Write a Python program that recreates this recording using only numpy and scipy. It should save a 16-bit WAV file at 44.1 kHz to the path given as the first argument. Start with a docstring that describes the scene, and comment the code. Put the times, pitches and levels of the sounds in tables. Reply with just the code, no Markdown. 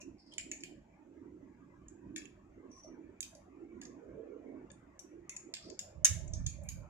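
"""Rope rescue hardware under a steel frame

Rope rescuers handle their hardware: carabiners click and clink in gloved hands, built from contact noise and
metal modes. Rubbed metal squeaks and struck metal lingers in bands of noise; one sprung gate snaps shut.
Hard surroundings answer. Behind them a dull outdoor drone of filtered noise swells and fades, with hollow
hoots, faint rustle and hiss. Near the end a low rumble buffets the microphone."""
import sys
import numpy as np
from scipy import signal
from scipy.fft import rfft, irfft, next_fast_len
from scipy.io import wavfile
from scipy.ndimage import uniform_filter1d, map_coordinates

SR = 44100
rng = np.random.default_rng(int(sys.argv[2]) if len(sys.argv) > 2 else 0)


def int16_out(signal):
    """Quantize to a 16-bit WAV file."""
    q = np.round(np.clip(np.atleast_2d(signal).T, -1, 1) * 32767)
    wavfile.write(sys.argv[1], SR, q.astype(np.int16))


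N = 303849  # length of the scene in samples
SIDES = np.array([[1], [-1]])  # left, right


def amp(db):
    """Turn decibels into a gain."""
    return 10 ** (np.asarray(db) / 20)


def unit(x):
    """Scale a signal to an rms of 1."""
    return x / np.sqrt(np.mean(x ** 2) + 1e-20)


def balance(left_db):
    """Gains that make the left side this many dB stronger than the right."""
    return amp(left_db / 2 * SIDES)


def along(points, hz):
    """Read a curve of (Hz, value) points on a log frequency axis."""
    f, v = np.transpose(points)
    return np.interp(np.log(hz + 1), np.log(f + 1), v)


def over_time(points):
    """Draw straight lines between (seconds, value) points, one value per sample."""
    s, v = np.transpose(points)
    return np.interp(np.arange(N) / SR, s, v)


def filtered(x, response):
    """Multiply the spectrum of x by a complex response of frequency."""
    n = x.shape[-1]
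    m = next_fast_len(n + 8192)  # spare room for the filter's tail
    return irfft(rfft(x, m) * response(np.fft.rfftfreq(m, 1 / SR)), m)[..., :n]


def coloured(x, points):
    """Pass x through a smooth (Hz, dB) curve."""
    return filtered(x, lambda hz: amp(along(points, hz)))


def bump(hz, centre_hz, width_hz):
    """A resonance curve of height 1."""
    return 1 / (1 + ((hz - centre_hz) / width_hz) ** 2)


def resonating(x, gain_db):
    """Pass x through a body with this gain over frequency; it rings only after it is struck."""
    n = x.shape[-1]
    cepstrum = irfft(np.log(amp(gain_db(np.fft.rfftfreq(2 * n, 1 / SR)))))
    # folding the cepstrum gives minimum phase, so no sound comes before the strike
    cepstrum[1:n] *= 2
    cepstrum[n + 1:] = 0
    return irfft(rfft(x, 2 * n) * np.exp(rfft(cepstrum)))[..., :n]


def envelope(s, length, rise_s, fall_s):
    """A smooth rise up to time s, a hold, a smooth fall."""
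    ramp = np.interp(np.arange(N) / SR, [s - rise_s, s, s + length, s + length + fall_s], [0, 1, 1, 0])
    return ramp * ramp * (3 - 2 * ramp)


def swelling(rows, rise_s, fall_s):
    """The gain of a row of swells: the strongest one at each moment."""
    return np.max([amp(db) * envelope(s, length, rise_s, fall_s) for s, length, db in rows], axis=0)


def wobble(rate):
    """A smooth random curve with this many knots a second."""
    return map_coordinates(rng.standard_normal(256), [np.arange(N) * rate / SR], mode="mirror")


def add(track, s, sound):
    """Mix a sound in at time s."""
    part = track[..., max(round(s * SR), 0):][..., :sound.shape[-1]]
    part += sound[..., :part.shape[-1]]


def ports(x, lag_ms):
    """A sound reaches the left microphone a little after the right."""
    return filtered(x, lambda hz: np.exp(-1j * np.pi * hz * lag_ms / 1000 * SIDES))


def rush(spectrum, apart_db, left_db, patchy_db, lag_ms):
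    """Stereo noise of rms 1 in patches of random gain: a shared part and each side's own."""
    z = signal.stft(rng.standard_normal((3, N)), nperseg=1024)[2]
    field = uniform_filter1d(rng.standard_normal(z.shape[1:]), size=4, axis=0)
    field = uniform_filter1d(field, size=6, axis=1)
    noise = signal.istft(z * amp(patchy_db * unit(field)), nperseg=1024)[1][:, :N]
    pair = ports(noise[0], lag_ms) + amp(apart_db) * noise[1:]
    return unit(coloured(pair * balance(left_db), spectrum))


# How long the late echo lasts. Each row: frequency in Hz, time to fall by 60 dB in seconds.
YARD = [(300, 0.38), (2000, 0.42), (7000, 0.33), (10000, 0.31), (15000, 0.28)]


def yard(x, early_db, late_db, early_t60):
    """Near surfaces answer at once, the wider yard dies away more slowly."""
    hz, t, z = signal.stft(rng.standard_normal((2, SR // 2)), SR, nperseg=256)
    late = signal.istft(z * amp(-60 * t / along(YARD, hz)[:, None]), SR, nperseg=256)[1]
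    t = np.arange(late.shape[1]) / SR
    build = 1 - np.exp(-(t / 0.0009) ** 2)
    early = rng.standard_normal(late.shape) * amp(-60 * t / early_t60)
    answer = amp(early_db) * unit(early * build) + amp(late_db) * unit(late * build)
    return signal.fftconvolve(x[None], answer / np.sqrt(len(t)), axes=1)[:, :len(x)]


# Tone of the rustle, the low air and the hiss. Each row: frequency in Hz, relative level in dB.
RUSTLE = [(200, -54.5), (700, -3), (1100, -3), (1450, -9), (2400, -10), (2800, -20), (4000, -37.5),
          (7000, -120)]
BREEZE = [(12, -31), (20, -15), (49, -1.5), (168, -6), (189, -1.5), (230, -5), (300, -26.5), (510, -120)]
HISS = [(1000, 4), (2400, -2.5), (3000, 0.5), (4000, -3.5), (5500, -0.5), (7000, 5.5), (8000, -4),
        (9000, -15.5), (15000, -17.5)]
# Loudness of the light rustle. Each row: time in seconds, level in dB.
LEAVES = [(0, -74.5), (1.9, -73), (2.75, -70), (3.3, -71.5), (4.4, -68), (5.1, -70.5), (6.89, -69.5)]
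# Puffs of low air on the microphone. Each row: time of the peak in seconds, level in dB.
PUFFS = [(.09, -59), (2.06, -56), (4.14, -59.5), (4.94, -67), (5.66, -64)]
PUFF_RISE_S, PUFF_FALL_S = 0.059, 0.14
AIR_DB, AIR_WANDER_DB, AIR_WANDER_PER_S = -65, 2.53, 5  # middle level, size and rate of its wandering


def outdoors():
    """Filtered noise as faint rustle, low air that wanders and puffs on the microphone, and hiss."""
    rustle = amp(over_time(LEAVES)) * rush(RUSTLE, apart_db=4.5, left_db=2.0, patchy_db=5.5, lag_ms=0.11)
    puffs = sum(amp(db) * envelope(s, 0, PUFF_RISE_S, PUFF_FALL_S) for s, db in PUFFS)
    air_gain = np.hypot(amp(AIR_DB + AIR_WANDER_DB * wobble(AIR_WANDER_PER_S)), puffs)
    air = air_gain * rush(BREEZE, apart_db=-20.0, left_db=-1.5, patchy_db=-1.5, lag_ms=0.16)
    hiss = amp(-85.5) * rush(HISS, apart_db=9.0, left_db=-0.5, patchy_db=3.0, lag_ms=0)
    return rustle + air + hiss


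# Tone of the drone, its upper register and its surge. Each row: frequency in Hz, relative level in dB.
HUM = [(60, -65), (130, -34.5), (210, -6.5), (280, 5), (345, 5.5), (410, -6), (520, -16), (900, -70.5),
       (2500, -120)]
UPPER = [(200, -65), (350, -27), (480, -6.5), (570, 1), (660, -0.5), (770, -18.5), (1200, -55),
         (3500, -120)]
SURGE_TONE = [(150, -62), (330, -9), (430, 7.5), (520, -0.5), (620, -19.5), (1000, -62), (2500, -120)]
# Swells of the drone. Each row: start of the hold in seconds, length of the hold in seconds, level in dB.
SWELLS = [(.04, 0.061, -54), (.46, 0.039, -56), (.62, 0.11, -56.5), (1.0, 0.18, -59.5), (1.18, 0.29, -54.5),
          (1.55, 0.11, -61), (1.93, 0.045, -56.5), (1.99, 0.23, -54.5), (2.2, 0.044, -53),
          (2.58, 0.12, -53.5), (2.89, 0.19, -53.5), (3.49, 0.11, -59.5), (3.61, 0.33, -53),
          (4.07, 0.08, -51), (4.24, 0.15, -57.5), (4.47, 0.13, -49.5), (4.7, 0.15, -61.5),
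          (5.06, 0.16, -54.5), (5.45, 0.029, -51.5), (5.67, 0.026, -45.5), (6.16, 0.32, -63.5)]
SWELL_RISE_S, SWELL_FALL_S, HUM_REST_DB = 0.031, 0.11, -66.5  # shape of every swell; level between them
# Gain of the drone's lowest register. Each row: time in seconds, gain in dB.
HUM_LOW = [(4.8, 2), (5.2, -9.5)]
# Loudness of the upper register. Each row: time in seconds, level in dB.
UPPER_LEVEL = [(0, -74), (2.4, -76.5), (3.1, -71), (3.55, -76), (3.95, -66.5), (4.4, -61), (4.7, -68),
               (5.2, -75.5), (5.6, -70), (5.85, -60), (6.45, -68), (6.89, -78)]
SURGE_S, SURGE_HOLD_S, SURGE_RISE_S, SURGE_FALL_S, SURGE_DB = 4.08, 0.19, 0.14, 0.13, -49
SURGE_WAKE_S, SURGE_WAKE_DB = 0.4, -58.5  # a weaker wake outlasts the surge


def drone():
    """Low bands of noise from the right swell again and again, vary in the upper register and surge once."""
    hum_gain = np.hypot(amp(HUM_REST_DB), swelling(SWELLS, SWELL_RISE_S, SWELL_FALL_S))
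    hum = hum_gain * rush(HUM, apart_db=-9.5, left_db=-7.5, patchy_db=3, lag_ms=0.33)
    low = filtered(hum, lambda hz: 1 / (1 + (hz / 315) ** 16))
    hum = hum - low + amp(over_time(HUM_LOW)) * low
    upper = amp(over_time(UPPER_LEVEL)) * rush(UPPER, apart_db=-2.5, left_db=-4.5, patchy_db=5.0, lag_ms=0.31)
    surge_rows = [(SURGE_S, SURGE_HOLD_S, SURGE_DB), (SURGE_S, SURGE_WAKE_S, SURGE_WAKE_DB)]
    surge_gain = swelling(surge_rows, SURGE_RISE_S, SURGE_FALL_S)
    surge = surge_gain * rush(SURGE_TONE, apart_db=6.0, left_db=-13.0, patchy_db=7.0, lag_ms=0.13)
    return hum + upper + surge


# Brief hollow hoots. Each row: start of the hold in seconds, its length in seconds, pitch in Hz, level in dB.
HOOTS = [(0.531, 0.013, 618, -65.5), (2.034, 0.023, 963, -66), (2.753, 0.043, 1070, -66),
         (2.85, 0.034, 613, -59.5), (3.335, 0.067, 620, -62), (4.157, 0.082, 550, -57.5),
         (5.678, 0.047, 605, -58.5), (6.203, 0.17, 616, -62.5), (6.58, 0.086, 592, -61),
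         (6.772, 0.075, 575, -61)]
HOOT_RISE_S, HOOT_FALL_S, HOOT_WIDTH_HZ = 0.02, 0.026, 80


def hoots():
    """Each hoot is a narrow band of noise that comes and goes quickly, a little to the right."""
    out, t = np.zeros((2, N)), np.arange(SR // 2) / SR
    for s, length, pitch_hz, db in HOOTS:
        noise = rng.standard_normal((3, len(t)))
        band = unit(filtered(noise, lambda hz: bump(hz, pitch_hz, HOOT_WIDTH_HZ) ** 2))
        shape = np.interp(t, np.cumsum([0, HOOT_RISE_S, length, HOOT_FALL_S]), [0, 1, 1, 0])
        pair = (band[0] + amp(-1.0) * band[1:]) * amp([[-4], [0]])  # a shared part and each side's own
        add(out, s - HOOT_RISE_S, amp(db) * shape * unit(pair))
    return out


# Tone of the rumble. Each row: frequency in Hz, relative level in dB.
BUFFET = [(12, -40.5), (20, -14), (76, 2.5), (140, -4), (203, -12), (228, -32), (258, -16.5), (331, -49),
          (400, -61), (520, -67.5), (880, -120)]
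# Gusts on the microphone. Each row: start of the hold in seconds, length of the hold in seconds, level in dB.
GUSTS = [(5.98, 0.027, -50), (6.11, 0.35, -41.5), (6.38, 0.047, -36.5), (6.55, 0.183, -45),
         (6.78, 0.014, -46.5)]
GUST_RISE_S, GUST_FALL_S = 0.046, 0.12
# Soft bumps on the microphone. Each row: start in seconds, pitch in Hz, level in dB.
THUMPS = [(6.1, 89.5, -29), (6.4, 123, -33.5)]


def buffeting():
    """Low noise rumbles in lumps, with two soft short tones as thumps, mostly on the right microphone."""
    gain = swelling(GUSTS, GUST_RISE_S, GUST_FALL_S)
    out = gain * rush(BUFFET, apart_db=1.0, left_db=-13, patchy_db=1.5, lag_ms=0.1)
    t = np.arange(SR // 5) / SR
    swell = np.exp(-((t - 0.018) / 0.011) ** 2)
    for s, hz, db in THUMPS:
        add(out, s, amp(db) * swell * np.sin(2 * np.pi * hz * t) * amp([[-11], [0]]))
    return out


# Rubbed metal, and the lingering ring of struck metal: narrow squeaks, wide scrapes, fading clink tails.
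# Each row: start in seconds, length in seconds, pitch in Hz, width of the band in Hz, level in dB.
METAL_BANDS = [(0, 0.04, 6430, 1380, -65), (0, 0.041, 2510, 304, -63), (0.178, 0.078, 5000, 620, -71),
               (0.235, 0.15, 5000, 560, -69), (0.313, 0.044, 3120, 220, -63), (0.42, 0.107, 2500, 256, -70),
               (0.51, 0.19, 2390, 398, -73.5), (2.698, 0.26, 5850, 200, -64),
               (3.236, 0.029, 3000, 1200, -62.5), (5.283, 0.16, 2110, 170, -67),
               (5.551, 0.28, 4940, 1030, -64.5), (6.46, 0.14, 2493, 250, -67),
               (6.597, 0.29, 2340, 137, -73)]
WAVER, WAVER_PER_S = 0.005, 49  # the pitch wavers: share of the pitch, knots a second
HARDWARE_LAG_MS = 0.12  # the left microphone hears the hardware later


def squeaks_and_tails():
    """Rubbed metal, or the tail of a clink, is a band of noise with a weak higher band and faint grit."""
    out, t = np.zeros((2, N)), np.arange(SR) / SR
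    for s, length, pitch_hz, width_hz, db in METAL_BANDS:
        def band(hz):
            main = bump(hz, pitch_hz, width_hz) ** 2
            higher = amp(-27) * bump(hz, 1.69 * pitch_hz, 2 * width_hz) ** 2
            grit = amp(-26) * bump(hz, pitch_hz, pitch_hz / 2) ** 2
            return main + higher + grit
        swell = np.sin(np.pi * np.clip(t / length, 0, 1) ** 0.5) ** 2  # quick rise, slower fall
        flicker = amp(7.3 * unit(uniform_filter1d(rng.standard_normal(SR), size=200)))
        tone = filtered(flicker * rng.standard_normal(SR), band)
        travel = np.cumsum(1 + WAVER * wobble(WAVER_PER_S)[:SR])  # uneven reading speed bends the pitch
        x = amp(db) * swell * unit(map_coordinates(tone, [travel]))
        add(out, s, ports(x, HARDWARE_LAG_MS) + yard(x, early_db=3.0, late_db=-4.5, early_t60=0.1))
    return out


# Carabiner modes. Each row: frequency in Hz, level in dB before a random change, and the time to
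# fall by 60 dB in seconds, before each kind of contact scales it by its ring setting.
METAL = [(1720, -2.5, 0.0033), (2102, -5.5, 0.023), (2270, -3.5, 0.034), (3080, -21.5, 0.0073),
         (3770, -17, 0.012), (4585, -1, 0.07), (4800, -19.5, 0.0063), (6140, -7, 0.11), (6780, -25.5, .035),
         (6414, -3.5, 0.024), (6060, 8.5, 0.0059), (7530, -15.5, 0.0078), (7094, 7, 0.036),
         (7290, -2.5, 0.13), (8100, -19, 0.019), (9200, -11, 0.0036), (10090, -13.5, 0.049),
         (10700, -15, 0.041), (13500, -32.5, .05)]
# Tone of the contact noise. Each row: frequency in Hz, relative level in dB.
CRACK = [(200, -42.5), (1100, -32), (1750, -7.5), (3000, -4.5), (4000, 4.5), (5500, 0), (7000, 4),
         (8600, -11.5), (10200, -18.5), (12000, -17), (15500, -25.5)]
BITE, BITE_S = 0.81, 0.00027  # the first instant is harder: extra gain, how quickly it fades


def contact(tone_db, ring, crack_db, crack_t60, detune):
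    """Metal meets metal: noise plus modes, in other phases for each microphone; the first 5 ms have rms 1."""
    t = np.arange(4096) / SR
    hz, db, t60 = np.transpose(METAL)[:, :, None]
    size, shift = rng.standard_normal((2, len(METAL), 1))
    phase = rng.random((2, len(METAL), 1))
    fading = amp(db + 2 * size - 60 * t / (t60 * ring))
    modes = fading * np.sin(2 * np.pi * (hz * (1 + detune * shift) * t + phase))
    crack = unit(coloured(rng.standard_normal((2, len(t))), CRACK)) * amp(crack_db - 60 * t / crack_t60)
    attack = (1 - np.exp(-t / 0.0004)) * (1 + BITE * np.exp(-t / BITE_S))
    x = resonating((modes.sum(1) + crack) * attack, tone_db)  # coloured by the struck spot
    return x / np.std(x[:, :SR // 200])


# The gate slams and bounces. Each row: start in seconds, level in dB.
SNAP = [(6.0457, -21), (6.0469, -21), (6.0489, -20), (6.0502, -23), (6.0526, -19), (6.0553, -25),
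        (6.057, -27)]
# Tone of the snap. Each row: frequency in Hz, gain in dB.
SNAP_TONE = [(600, -2.5), (1100, -4), (1500, -2.5), (2000, -3.5), (3400, -14), (4350, -22.5), (5400, -3),
             (6400, 8.5), (7500, -1), (8500, 7), (10000, 8), (10600, 0.5), (13400, 3), (15000, 5)]
# Modes of the carabiner's loop, struck by its gate. Each row: frequency in Hz, width in Hz,
# lift of the snap in dB, level of the free ring in dB, time for that ring to fall by 60 dB in seconds.
LOOP = [(1690, 130, 6, -52, .3), (2950, 110, 5, -53, .25), (3780, 130, 5, -57, .25),
        (4760, 130, 8, -59, .3), (5695, 55, 10, -45, .25), (6290, 50, 6, -40, .3), (6412, 45, 9, -37, .25),
        (6503, 40, 7, -39, .3), (6715, 45, 6, -42, .28), (7080, 70, 6, -42, .3), (7381, 60, 10, -41, .28),
        (7697, 50, 6, -44, .28), (8255, 50, 6, -49, .2), (10084, 80, 9, -49, .2), (12004, 80, 10, -56, .2),
        (14120, 120, 11, -57, .2)]
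# The snap's top beams to the right. Each row: frequency in Hz, left over right in dB.
SNAP_LEFT = [(2000, 6), (6400, 0.5), (8000, 1), (13000, -7)]
LOOP_BLUR = 0.023  # the shaking loop's ring is blurred: random phase step in radians a sample


def gate_snap():
    """The spring throws the gate against its nose; it chatters there for a hundredth of a second."""
    x = np.zeros((2, SR))
    start = SNAP[0][0]

    def tone_db(f):
        return along(SNAP_TONE, f) + sum(lift * bump(f, centre, width) for centre, width, lift, _, _ in LOOP)
    for s, db in SNAP:
        hit = contact(tone_db, ring=0.32, crack_db=18.5, crack_t60=0.005, detune=0.0046)
        add(x, s - start, amp(db) * hit)
    # the low body modes radiate all round, so the echo is darker than the direct snap
    spread = coloured(x, [(1500, 11), (4000, 15.5), (6500, -0.5), (10000, 6.0)])
    echo = sum(yard(face, early_db=-12, late_db=-15, early_t60=0.11) for face in spread)
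    # the loop of metal rings on faintly in its own modes
    t = np.arange(SR) / SR
    hz, _, _, db, t60 = np.transpose(LOOP)[:, :, None]
    drift = LOOP_BLUR * np.cumsum(rng.standard_normal((len(LOOP), SR)), axis=1)
    phase = rng.random((2, len(LOOP), 1))
    ring = np.sum(amp(db - 60 * t / t60) * np.sin(2 * np.pi * (hz * t + phase) + drift), axis=1)
    heard = ports(x[0], HARDWARE_LAG_MS) + amp(-8) * x[1] * SIDES
    direct = filtered(heard + ring, lambda f: balance(along(SNAP_LEFT, f)))
    out = np.zeros((2, N))
    add(out, start, direct + echo)
    return out


REBOUND_SCATTER_DB = 4  # how uneven the rebounds are


def rebound(touch):
    """A lighter touch on a slightly different spot, with a colour of its own."""
    spot = unit(rng.standard_normal((1, 32))) / np.sqrt(32)
    return amp(REBOUND_SCATTER_DB * rng.standard_normal()) * signal.fftconvolve(touch, spot, axes=1)


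# Resonances of the pulley's side plates. Each row: frequency in Hz, width in Hz, and lift in dB,
# before each click scales it by its share of the plates.
PLATES = [(1678, 230, 22), (2353, 130, 13.5), (3553, 340, 17.5), (4600, 400, 5), (5540, 150, 7.5),
          (6646, 110, 8.5), (7430, 230, 7.5), (8700, 200, -1.5), (9800, 60, 25), (11400, 400, 5.5),
          (14800, 500, 15)]
PLATES_DIP_DB = -9  # between those resonances, scaled the same way
BODY_OVERTONE, BODY_OVERTONE_DB = 1.3, 8  # the body's next mode: frequency ratio, lift


def touch_tone(clink_hz, body_hz, body_db, mid_db, edge_db, top_hz, plates):
    """The struck spot favours its clink and body modes; a softer touch loses its top."""
    tilt = [(1100, body_db - 19.0), (1700, body_db), (2800, body_db - 0.5), (4000, mid_db - 11.0),
            (5000, mid_db), (6200, 0), (7600, 0.0034), (9200, edge_db), (15000, edge_db)]

    def tone_db(hz):
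        clink = 9 * bump(hz, clink_hz, width_hz=450)
        body = 10 * bump(hz, body_hz, width_hz=300)
        overtone = BODY_OVERTONE_DB * bump(hz, BODY_OVERTONE * body_hz, width_hz=260)
        side_plates = PLATES_DIP_DB + sum(lift * bump(hz, centre, width) for centre, width, lift in PLATES)
        soft = -10 * np.log10(1 + (hz / top_hz) ** 16)
        return along(tilt, hz) + clink + body + overtone + plates * side_plates + soft
    return tone_db


def ringing(hz, db, t60):
    """One mode rings on after the touch, in another phase for each microphone."""
    t = np.arange(SR // 2) / SR
    return amp(db - 60 * t / t60) * np.sin(2 * np.pi * (hz * t + rng.random((2, 1))))


# Light contacts, coloured by where they land. Each row: start in seconds, level in dB, clink mode in Hz,
# body mode in Hz, then body, mid and edge in dB relative to the clink, upper limit of the tone in Hz
# (lower for a softer touch), share of the side plates from 0 to 1, left over right in dB.
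CLICKS = [(0.322, -62, 7500, 3050, 9, 7, 16, 9000, 0.1, -1),
          (0.337, -53.5, 7040, 3200, -2, 14, 16, 10400, 0.4, -7),
          (0.3814, -35.5, 6960, 2460, 6, 3, 9, 11200, 0, -4.5),
          (0.391, -52, 6800, 2450, 13.5, 8, 6, 9000, 0.1, 8),
          (0.3971, -56, 6940, 2040, 13, 9, 2, 9100, 0.1, 23),
          (0.4095, -57, 6660, 2466, 14, 25, 5, 10100, 0.1, 9),
          (0.5151, -36, 7060, 2398, 3, -1.5, -0.5, 14800, 0, -4.5),
          (0.606, -54, 7000, 2380, -26, 1, 3, 9050, 0, -1),
          (0.6356, -41, 7270, 2410, 7.5, 4.5, 6, 13100, 0, -3),
          (1.8834, -54.5, 7250, 3000, -12, -23, -2, 9600, 0.5, -4),
          (2.1614, -38.5, 6720, 2700, 1.5, 1.5, 3.5, 15000, 1, 5),
          (2.179, -47, 6800, 1650, -12, -15, -8, 9100, 0.9, 13),
          (2.218, -64, 6650, 2660, 16, 1, -7, 8860, 0.9, 19),
          (2.255, -60.5, 6800, 2650, 12.5, -3, 10, 9500, 0.3, -20),
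          (3.2057, -37, 8100, 3750, -9.5, -13.5, 8.5, 15400, 0.53, -8),
          (3.2278, -42.5, 6270, 2550, -2, 4, 11, 15000, 0.3, -4),
          (3.3508, -58.5, 5970, 2500, -32, 3, 14, 11200, 0.2, -4),
          (3.815, -49.5, 6660, 1630, 7.5, 6, 7.5, 11800, 0.2, -5),
          (3.826, -55.5, 6700, 1674, 9, 0, -2, 9000, 0.7, 6),
          (3.834, -57, 6900, 2250, -8, 3, 10, 9950, .3, -6),
          (3.853, -51, 6360, 1620, -7, 3.5, 0, 11900, 0, -9),
          (4.7022, -61, 6850, 3570, 8, -2, 0, 7860, 1, 14),
          (4.716, -58.5, 8640, 3520, 0, -16, 13.5, 8880, 0, -9),
          (4.9924, -48.5, 5660, 2080, -20, -11, 4.5, 15100, 0.6, 4),
          (5.2945, -38, 6730, 2085, -3.5, -3, 7.5, 10400, 0, -3),
          (5.3647, -40.5, 7000, 1990, -6, -13, 6.5, 10400, 0.14, 7),
          (5.5387, -38, 8060, 3540, 1.5, 3.5, 3, 13800, 0.06, -7.5),
          (5.55, -47, 7230, 3430, 4, -8, -1, 13000, 0.3, 10),
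          (5.568, -48, 7160, 3320, 7.5, -1, -19, 9000, 0.4, 1),
          (5.7, -51.5, 7000, 4600, 1, 6, -9, 13050, 0.1, 10),
          (5.7914, -36.5, 6710, 2750, -3.5, 2, 4.5, 15000, 0.15, 6),
          (6.278, -52.5, 7220, 2300, -10, -31, -22, 8500, .1, 4),
          (6.3354, -41.5, 6300, 2420, -16, -3.5, 1.5, 9400, 0.5, 1),
          (6.4642, -33, 6530, 2690, -15.5, -5, 1.5, 13300, 0.87, 2.5),
          (6.636, -60, 7300, 2240, -11, -18, 23, 12850, 0, 2),
          (6.6885, -39.5, 6420, 2360, -8, -2, 14, 14900, 0, 2)]
CLINK_RING_DB, CLINK_RING_T60 = -17, 0.1  # clink mode: level against the touch, seconds to fall 60 dB
BODY_RING_DB, BODY_RING_T60 = -18, 0.16  # body mode, added to the row's body level
REBOUND_DB, REBOUND_T60 = -18.5, 0.18  # rebound level before its decay, seconds to fall 60 dB
CHATTER_S, CHATTER_DB = 0.0025, -5  # the surfaces meet again: typical delay, level against the touch


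def clicks():
    """Each touch lands elsewhere on the hardware, favours a clink and a body mode, and rebounds lightly."""
    out = np.zeros((2, N))
    for s, db, clink_hz, body_hz, body_db, mid_db, edge_db, top_hz, plates, left_db in CLICKS:
        tone_db = touch_tone(clink_hz, body_hz, body_db, mid_db, edge_db, top_hz, plates)
        touch = amp(db) * contact(tone_db, ring=0.14, crack_db=5.5, crack_t60=0.014, detune=0.034)
        x = np.zeros((2, SR * 2 // 3))
        add(x, 0, touch)
        add(x, CHATTER_S * rng.uniform(0.6, 1.4), amp(CHATTER_DB) * touch)
        add(x, 0, amp(db) * ringing(clink_hz, CLINK_RING_DB, CLINK_RING_T60))
        add(x, 0, amp(db) * ringing(body_hz, body_db + BODY_RING_DB, BODY_RING_T60))
        for delay in np.cumsum(rng.uniform(0.003, 0.012, size=11)):  # rebounds weaken on the whole
            add(x, delay, amp(REBOUND_DB - 60 * delay / REBOUND_T60) * rebound(touch))
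        heard = amp(-2.5) * ports(x[0], HARDWARE_LAG_MS) + amp(-6.5) * x[1] * SIDES
        echo = yard(x[0], early_db=-8.0, late_db=-6.5, early_t60=0.18)
        add(out, s, heard * balance(left_db) + echo)
    return out


def scene():
    """Everything together, from the background to the clicks."""
    return outdoors() + drone() + hoots() + buffeting() + squeaks_and_tails() + gate_snap() + clicks()


TOP_HZ = 16200  # the recorder's band limit


def record(dry):
    """The recorder rounds off the highest peaks and cuts steeply above its band limit."""
    rounded = dry / (1 + (dry / 0.5) ** 6) ** (1 / 6)
    return filtered(rounded, lambda hz: 1 / (1 + (hz / TOP_HZ) ** 120))


dry = scene()
out = record(dry)
int16_out(out)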